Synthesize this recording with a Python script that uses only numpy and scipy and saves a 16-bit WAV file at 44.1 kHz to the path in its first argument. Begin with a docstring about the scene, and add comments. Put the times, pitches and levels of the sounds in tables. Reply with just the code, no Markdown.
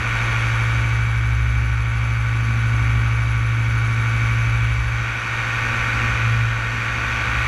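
"""A paramotor cruises: a one-cylinder two-stroke turns a two-blade propeller through a reduction drive.
From the start, a helmet camera feels bass shaking from the frame and hears engine, blades and wind.
The head starts turned and straightens within a second, changing the balance of the tones.
A loose part ticks with the firings while an overtone swells briefly and the low wind rises and falls.
Near 5 s the ticking drops and the head turns again, until the end."""
import sys
import numpy as np
from scipy import signal
from scipy.io import wavfile
from scipy.ndimage import uniform_filter1d

SR = 44100
rng = np.random.default_rng(int(sys.argv[2]) if len(sys.argv) > 2 else 0)


def boost(x):
    """Linear amplitude factor 10**(x/20) for a level x in decibels (scalar or array-like)."""
    u = np.asarray(x, float) / 20
    return 10 ** u


def int16_out(signal):
    """Quantize to a 16-bit WAV file."""
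    q = np.round(np.clip(np.atleast_2d(signal).T, -1, 1) * 32767)
    wavfile.write(sys.argv[1], SR, q.astype(np.int16))


N = 329427  # length in samples

# How far the head is turned: time_s, turned_0_to_1
HEAD_TURN = [(0, 1), (.4, 0.5), (.9, 0), (4.6, 0.06), (5.2, 0.82), (6.4, 1), (6.9, 1), (7.47, 1)]
# Engine speed: time_s, firings_hz
FIRING_SPEED = [(0.0, 114.81), (0.45, 114.31), (0.75, 114.45), (1.05, 114.33), (1.8, 114.43), (2.1, 114.6),
                (2.4, 114.61), (2.7, 114.46), (3.0, 114.61), (3.45, 114.43), (3.85, 114.08), (4.05, 114.13),
                (4.5, 114.73), (5.1, 115.24), (5.4, 115.27), (5.7, 115.03), (6.3, 114.69), (6.6, 114.28),
                (7.05, 114.71), (7.47, 115.46)]
BLADES_PER_FIRING = 5 / 9  # blade passes for each firing

# How firmly the frame shakes the helmet: time_s, firing_db, blade_db, difference_tone_db
FRAME_SHAKE = [(0.0, -25.5, -40, -31), (.35, -22, -32, -33), (.85, -19.5, -26.5, -35),
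               (1.4, -20, -21.5, -36), (1.65, -21, -21.5, -34), (1.95, -21, -27, -35),
               (2.5, -19.5, -27.5, -45), (2.9, -19, -24.5, -36), (3.3, -20.2, -25.5, -37),
               (3.75, -19.5, -32, -45), (4.3, -19.5, -29, -31.5), (4.65, -19, -25, -32),
               (4.85, -24, -24, -30), (5.0, -22.5, -30, -36), (5.22, -32, -42, -50), (5.4, -27, -41, -41),
               (5.95, -25.5, -35, -37), (6.05, -22, -33, -38), (6.15, -25.5, -30, -33),
               (6.27, -18, -34, -42), (6.42, -18, -28, -38), (6.6, -25.5, -41, -36),
               (7.22, -30.5, -30.5, -40), (7.4, -26.5, -28, -34), (7.47, -27, -30, -36)]
# Brief swells of the second firing overtone: peak_s, peak_db, length_at_half_height_s
SECOND_SWELLS = [(.3, -45, 0.42), (1.5, -48, 0.34), (2.098, -47, 0.26), (2.508, -38.5, .14),
                 (2.7, -45.5, .2), (3.0, -44, 0.27), (3.397, -49, .2), (3.902, -44, 0.3),
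                 (4.296, -45.5, 0.26), (5.74, -41, 0.22), (6.03, -42, .12), (6.303, -43, 0.16),
                 (6.756, -47.5, 0.28), (7.095, -45, .3)]
SECOND_REST_DB = -60.5
# Colour of the rough shaking around the low tones: pitch_hz, relative_db_per_hz
JUDDER_COLOUR = [(20, -24), (40, -10), (58, 11.5), (85, -3), (115, -2), (150, -7), (300, -46.5)]

# Level of the airborne engine and propeller sound: time_s, setting_db
AIRBORNE_LEVEL = [(0.0, -25), (.25, -23), (.75, -25.5), (1.05, -28.5), (1.5, -30.5), (2.3, -29.5),
                  (2.85, -28), (3.45, -29.5), (4.25, -26.5), (4.8, -28), (5.55, -23.5), (6.1, -22.5),
                  (6.5, -26), (7.0, -24), (7.47, -22)]
TONES_HOLD_AT_SETTING_DB = -30  # the tone tables give the levels at this setting
# Exhaust overtones: firing_multiple, head_straight_db, head_turned_db
EXHAUST_TONES = [(3, -54, -58.5), (4, -57.5, -59), (5, -57.5, -57.5), (6, -64.5, -59.5), (7, -59, -56.5),
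                 (8, -50.5, -52), (9, -56.5, -58.5), (10, -42.5, -43), (11, -46.5, -56.5),
                 (12, -47.5, -47.5), (13, -41.5, -42), (14, -48, -52), (15, -48, -51), (16, -48.5, -42.5),
                 (17, -57, -51), (18, -49, -53.5), (19, -44.5, -45.5), (20, -37.5, -44.5),
                 (21, -54.5, -43.5), (22, -49.5, -46.5), (23, -62, -55.5), (25, -68.5, -59),
                 (26, -63.5, -64), (30, -65, -73), (35, -68, -70), (40, -63.5, -72)]
# Propeller overtones: blade_multiple, head_straight_db, head_turned_db
BLADE_TONES = [(2, -43.2, -49.4), (3, -60.0, -56.5), (4, -59.6, -57.9), (5, -60, -61.5), (6, -60, -70),
               (8, -54.5, -54.1), (12, -62, -70), (13, -61, -66), (14, -60.5, -63.5), (16, -57.1, -57.1),
               (17, -55.8, -54.9), (19, -56.5, -55.8), (20, -55.9, -56.7), (21, -49.8, -50.2),
               (22, -50.5, -46.9), (23, -44.6, -43.7), (24, -50.1, -48.9), (25, -55.8, -51.8),
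               (26, -60.9, -50.2), (29, -56.8, -63.4), (30, -58.9, -55.5), (32, -59.1, -55.9),
               (33, -61.4, -54.1), (34, -52.8, -57.1), (35, -51.9, -55.7), (37, -46.8, -49.4),
               (38, -56.9, -56.0), (40, -52.9, -54.8), (41, -56.0, -60.5)]
# Tones of blades chopping the exhaust: firing_multiple, blade_multiple, head_straight_db, head_turned_db
CHOPPED_TONES = [(2, -1, -58.3, -60.6), (1, 1, -50.9, -62.7), (1, 2, -54.3, -60.8), (2, 1, -54.1, -66.3),
                 (11, -1, -54.9, -53.3), (13, -1, -50.4, -49.2), (13, 1, -51.9, -56.1),
                 (19, 1, -53.3, -49.9), (19, 2, -47.6, -57.3), (21, -1, -58.4, -71.3), (20, -1, -55, -56),
                 (12, 1, -59.5, -57.1)]

# Colour of the broad noise in the air: pitch_hz, relative_db_per_hz
AIR_COLOUR = [(20, -1), (200, -11), (500, -12), (800, -9.5), (1100, -4), (1450, -1), (2300, -1), (3000, -9),
              (4000, -17), (5000, -22), (6600, -21.5), (8500, -31), (11000, -31.5), (14000, -44)]
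# Peaks and dips of the camera housing, head straight: pitch_hz, width_at_half_db_hz, gain_db
HOUSING_PEAKS = [(850, 80, 2.5), (975, 60, -3), (1430, 200, 3), (1760, 120, -6), (1850, 80, 3),
                 (2000, 90, -6), (2480, 200, 2), (3100, 150, -3), (3300, 200, 2.5), (3500, 150, -4),
                 (3750, 250, 4), (4100, 250, -4), (4500, 400, 3), (5100, 400, -3), (6100, 800, 4.5),
                 (6350, 200, 2), (6750, 400, -4), (7500, 600, 2), (8600, 900, -2), (9650, 200, -2),
                 (11100, 500, 1.5), (11900, 600, -4), (12700, 800, 3)]
# Share of the noise power that puffs with firings and blades: pitch_hz, share_0_to_1
PUFFING_SHARE = [(300, 0), (1400, 0.17), (2300, 0.03), (4000, 0.18), (6200, 0.32), (8000, 0.43),
                 (12000, 0.5)]

# Colour of the low wind noise: pitch_hz, relative_db_per_hz
WIND_COLOUR = [(10, -11), (30, -1.5), (100, 7.5), (150, -15), (250, -1), (330, -10.5), (600, -24.5),
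               (2000, -48)]
# Chance rises and falls in the low wind noise, written as ramps: peak_s, peak_db, build_up_s
WIND_RAMPS = [(0.0, -30, .1), (.89, -34, .2), (1.69, -36, 0.5), (2.47, -35.5, .2), (2.99, -33, 0.33),
              (3.62, -36, .5), (3.74, -33, .1), (4.02, -35, .2), (5.76, -33, .15), (6.07, -30.5, .25),
              (6.36, -38, .2), (6.85, -36.5, .25), (7.4, -35.5, .6)]
CALM_DB, FALL_DB_PER_S, BUILD_DB = -44, 118, 7  # lowest level, fall rate, climb during build_up_s

# What the loose part rings with: pitch_hz, width_of_each_filter_pass_hz, relative_db
TICK_RINGS = [(10290, 210, 2.5), (9950, 400, -8), (6250, 700, 3)]
TICK_DROP_AT_S, TICK_DROP_LENGTH_S, TICK_DROP_DB = 4.95, .12, -11
# Base level, share of the airborne sound's dB changes, size of the wavering
TICK_DB, TICK_FOLLOWS_AIRBORNE, TICK_WAVER_DB = -64.5, 0.44, .4


def evened(x):
    """Scales to an rms (average strength) of 1."""
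    return x / np.sqrt(np.mean(x ** 2) + 1e-20)


def curve(rows):
    """Joins the points of a time table with straight lines, one value a sample for each column."""
    s, *columns = np.transpose(rows)
    return [np.interp(np.arange(N) / SR, s, c) for c in columns]


def read(points, hz):
    """Reads a frequency table along a log-frequency axis."""
    f, value = np.transpose(points)
    return np.interp(np.log(hz + 1), np.log(f + 1), value)


def wander(count, top_hz):
    """Slow chance movement: rows of summed sines with random phases, each row scaled to a spread of 1."""
    t = np.arange(0, N + 512, 512) / SR
    f = np.geomspace(.2, top_hz, num=16)
    phase = rng.random((count, 1, len(f)))
    slow = np.sin(2 * np.pi * (f * t[:, None] + phase)) @ f ** -.5  # slower sines are stronger
    return [np.interp(np.arange(N) / SR, t, row / row.std()) for row in slow]


def puffs(turns, decay):
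    """A burst of power once a turn that dies away, mean 1; decay is in turns."""
    burst = np.exp(-(turns % 1) / decay)
    return burst / burst.mean()


def shaped(x, gain, size):
    """Filters x by a gain over frequency and time."""
    frames = dict(nperseg=size, noverlap=size * 3 // 4)
    hz, _, z = signal.stft(x, SR, **frames)
    return signal.istft(z * gain(hz[:, None], z.shape), SR, **frames)[1][..., :N]


def swelling():
    """Level of the second firing overtone: a faint rest with bell-shaped swells."""
    t = np.arange(N) / SR
    swells = sum(boost(db) * np.exp(-np.log(16) * ((t - s) / length) ** 2) for s, db, length in SECOND_SWELLS)
    return 20 * np.log10(boost(SECOND_REST_DB) + swells)


def shake(fire, blade, fire_db, blade_db, difference_db, second_db):
    """The frame carries the lowest tones straight into the camera, with some judder around them."""
    a, b, c, d = wander(count=4, top_hz=10)
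    firing = boost(fire_db + 0.35 * a) * np.cos(2 * np.pi * fire)
    blades = boost(blade_db + .5 * b) * np.cos(2 * np.pi * blade)
    difference = boost(difference_db + 0.72 * c) * np.cos(2 * np.pi * (fire - blade))
    second = boost(second_db + 1.2 * d) * np.cos(4 * np.pi * fire + 1.55 * c)
    lines = firing + blades - difference + second
    judder = shaped(rng.standard_normal(N), lambda hz, shape: boost(read(JUDDER_COLOUR, hz)), size=4096)
    return np.sqrt(2) * lines + boost(fire_db - 18.5) * evened(judder)  # sqrt(2): sine levels are rms


def tones(fire, blade, head):
    """Overtones of firings and blades; higher ones lag more, which smears each pulse into an even buzz."""
    rows = [(k, 0, a, b) for k, a, b in EXHAUST_TONES]
    rows += [(0, k, a, b) for k, a, b in BLADE_TONES]
    rows += list(CHOPPED_TONES)
    flutter, slip = wander(count=len(rows), top_hz=14), wander(count=len(rows), top_hz=8)
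    out = np.zeros(N)
    for (m, n, straight_db, turned_db), level, phase in zip(rows, flutter, slip):
        lag = .15 * (m + 1.15 * n) ** 2  # radians
        level_db = straight_db + head * (turned_db - straight_db) + .9 * level
        out += boost(level_db) * np.cos(2 * np.pi * (m * fire + n * blade) - lag + .1 * phase)
    return np.sqrt(2) * out


def roar(fire, blade, head):
    """Steady and puffing noise pass the housing, with drifting patches; a turned head flattens the treble peaks."""
    puffing = .65 * puffs(fire + .25, decay=.22) + .3 * puffs(blade + .47, decay=.25)
    white = rng.standard_normal((2, N)) * [np.ones(N), np.sqrt(puffing)]

    def gain(hz, shape):
        share = np.clip(read(PUFFING_SHARE, hz), 0, 1)
        housing_db = sum(db * np.exp(-np.log(16) * ((hz - f) / w) ** 2) for f, w, db in HOUSING_PEAKS)
        patches = uniform_filter1d(rng.standard_normal(shape[1:]), size=14, axis=0)  # smooth over pitch
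        patches = evened(uniform_filter1d(patches, size=16, axis=1))  # smooth over time
        turned = np.interp(np.linspace(0, N, shape[2]), np.arange(N), head)
        treble = np.clip(np.log2((hz + 1) / 5000), 0, 1)  # fades in from 5 to 10 kHz
        housing_db = housing_db * (1 - 0.49 * turned * treble) - 2.2 * turned * treble
        return np.sqrt([1 - share, share]) * boost(read(AIR_COLOUR, hz) + housing_db + .5 * patches)
    return boost(-33.0) * evened(shaped(white, gain, size=1024).sum(axis=0))


def wind_level():
    """Level of the low wind noise: chance rises and falls, written as ramps above a lowest level."""
    t = np.arange(N) / SR
    ramps = []
    for s, db, build in WIND_RAMPS:
        below_peak = np.maximum(BUILD_DB * (s - t) / build, FALL_DB_PER_S * (t - s))
        ramps.append(db - below_peak)
    return np.maximum(np.max(ramps, axis=0), CALM_DB)


def wind():
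    """Lumpy low buffeting on the housing."""
    lumps = boost(0.71 * wander(count=1, top_hz=26.3)[0])
    low = shaped(rng.standard_normal(N), lambda hz, shape: boost(read(WIND_COLOUR, hz)), size=4096)
    return boost(wind_level()) * evened(low * lumps)


def ticking(fire, blade):
    """One sharp knock a firing, hardest when firing and blade shakes line up (once in nine firings)."""
    at = np.flatnonzero(np.diff(np.floor(fire + .25)))
    luck, late = rng.standard_normal((len(at), 2)).T
    beat = -np.cos(2 * np.pi * (2 * blade - fire))[at]
    delay = np.minimum(abs(9 * late), 60).astype(int)  # samples
    knock = np.zeros(N + 64)
    knock[at + delay] = boost(6 * beat + 1.5 * luck)
    out = np.zeros(N)
    for hz, width, db in TICK_RINGS:
        r = np.exp(-np.pi * width / SR)
        mode = [1, 0, -0.5], [1, -2 * r * np.cos(2 * np.pi * hz / SR), r * r]
        once = signal.lfilter(*mode, knock[:N])
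        out += boost(db) * evened(signal.lfilter(*mode, once))  # twice: a soft-edged ring
    return out


def tick_level(airborne_db):
    """The ticking partly follows the airborne level, wavers a little and drops about 11 dB near 4.95 s."""
    dropped = np.clip((np.arange(N) / SR - TICK_DROP_AT_S) / TICK_DROP_LENGTH_S + .5, 0, 1)
    waver_db = TICK_WAVER_DB * wander(count=1, top_hz=6.6)[0]
    return TICK_DB + TICK_FOLLOWS_AIRBORNE * airborne_db + TICK_DROP_DB * dropped + waver_db


def scene():
    """Adds frame shake, airborne engine and propeller, wind and ticking."""
    airborne_db = curve(AIRBORNE_LEVEL)[0] - TONES_HOLD_AT_SETTING_DB
    head = np.clip(curve(HEAD_TURN)[0], 0, 1)
    fire = np.cumsum(curve(FIRING_SPEED)[0]) / SR + .2  # crank turns, one firing each
    blade = BLADES_PER_FIRING * fire + .69  # blade passes
    frame = shake(fire, blade, *curve(FRAME_SHAKE), swelling())
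    air = boost(airborne_db) * (tones(fire, blade, head) + roar(fire, blade, head))
    ticks = boost(tick_level(airborne_db)) * ticking(fire, blade)
    return (frame + air + wind() + ticks)[None]


def band_limit(x):
    """A steep low-pass at the top of the band."""
    return signal.sosfilt(signal.butter(12, 14470, fs=SR, output="sos"), x)


def record(dry):
    """The camera cuts the treble above 13650 Hz."""
    edge = signal.firwin(255, 13650, window=("kaiser", 6), fs=SR)
    mix = signal.oaconvolve(dry, edge[None], "same")
    return band_limit(mix)


dry = scene()
out = record(dry)
int16_out(out)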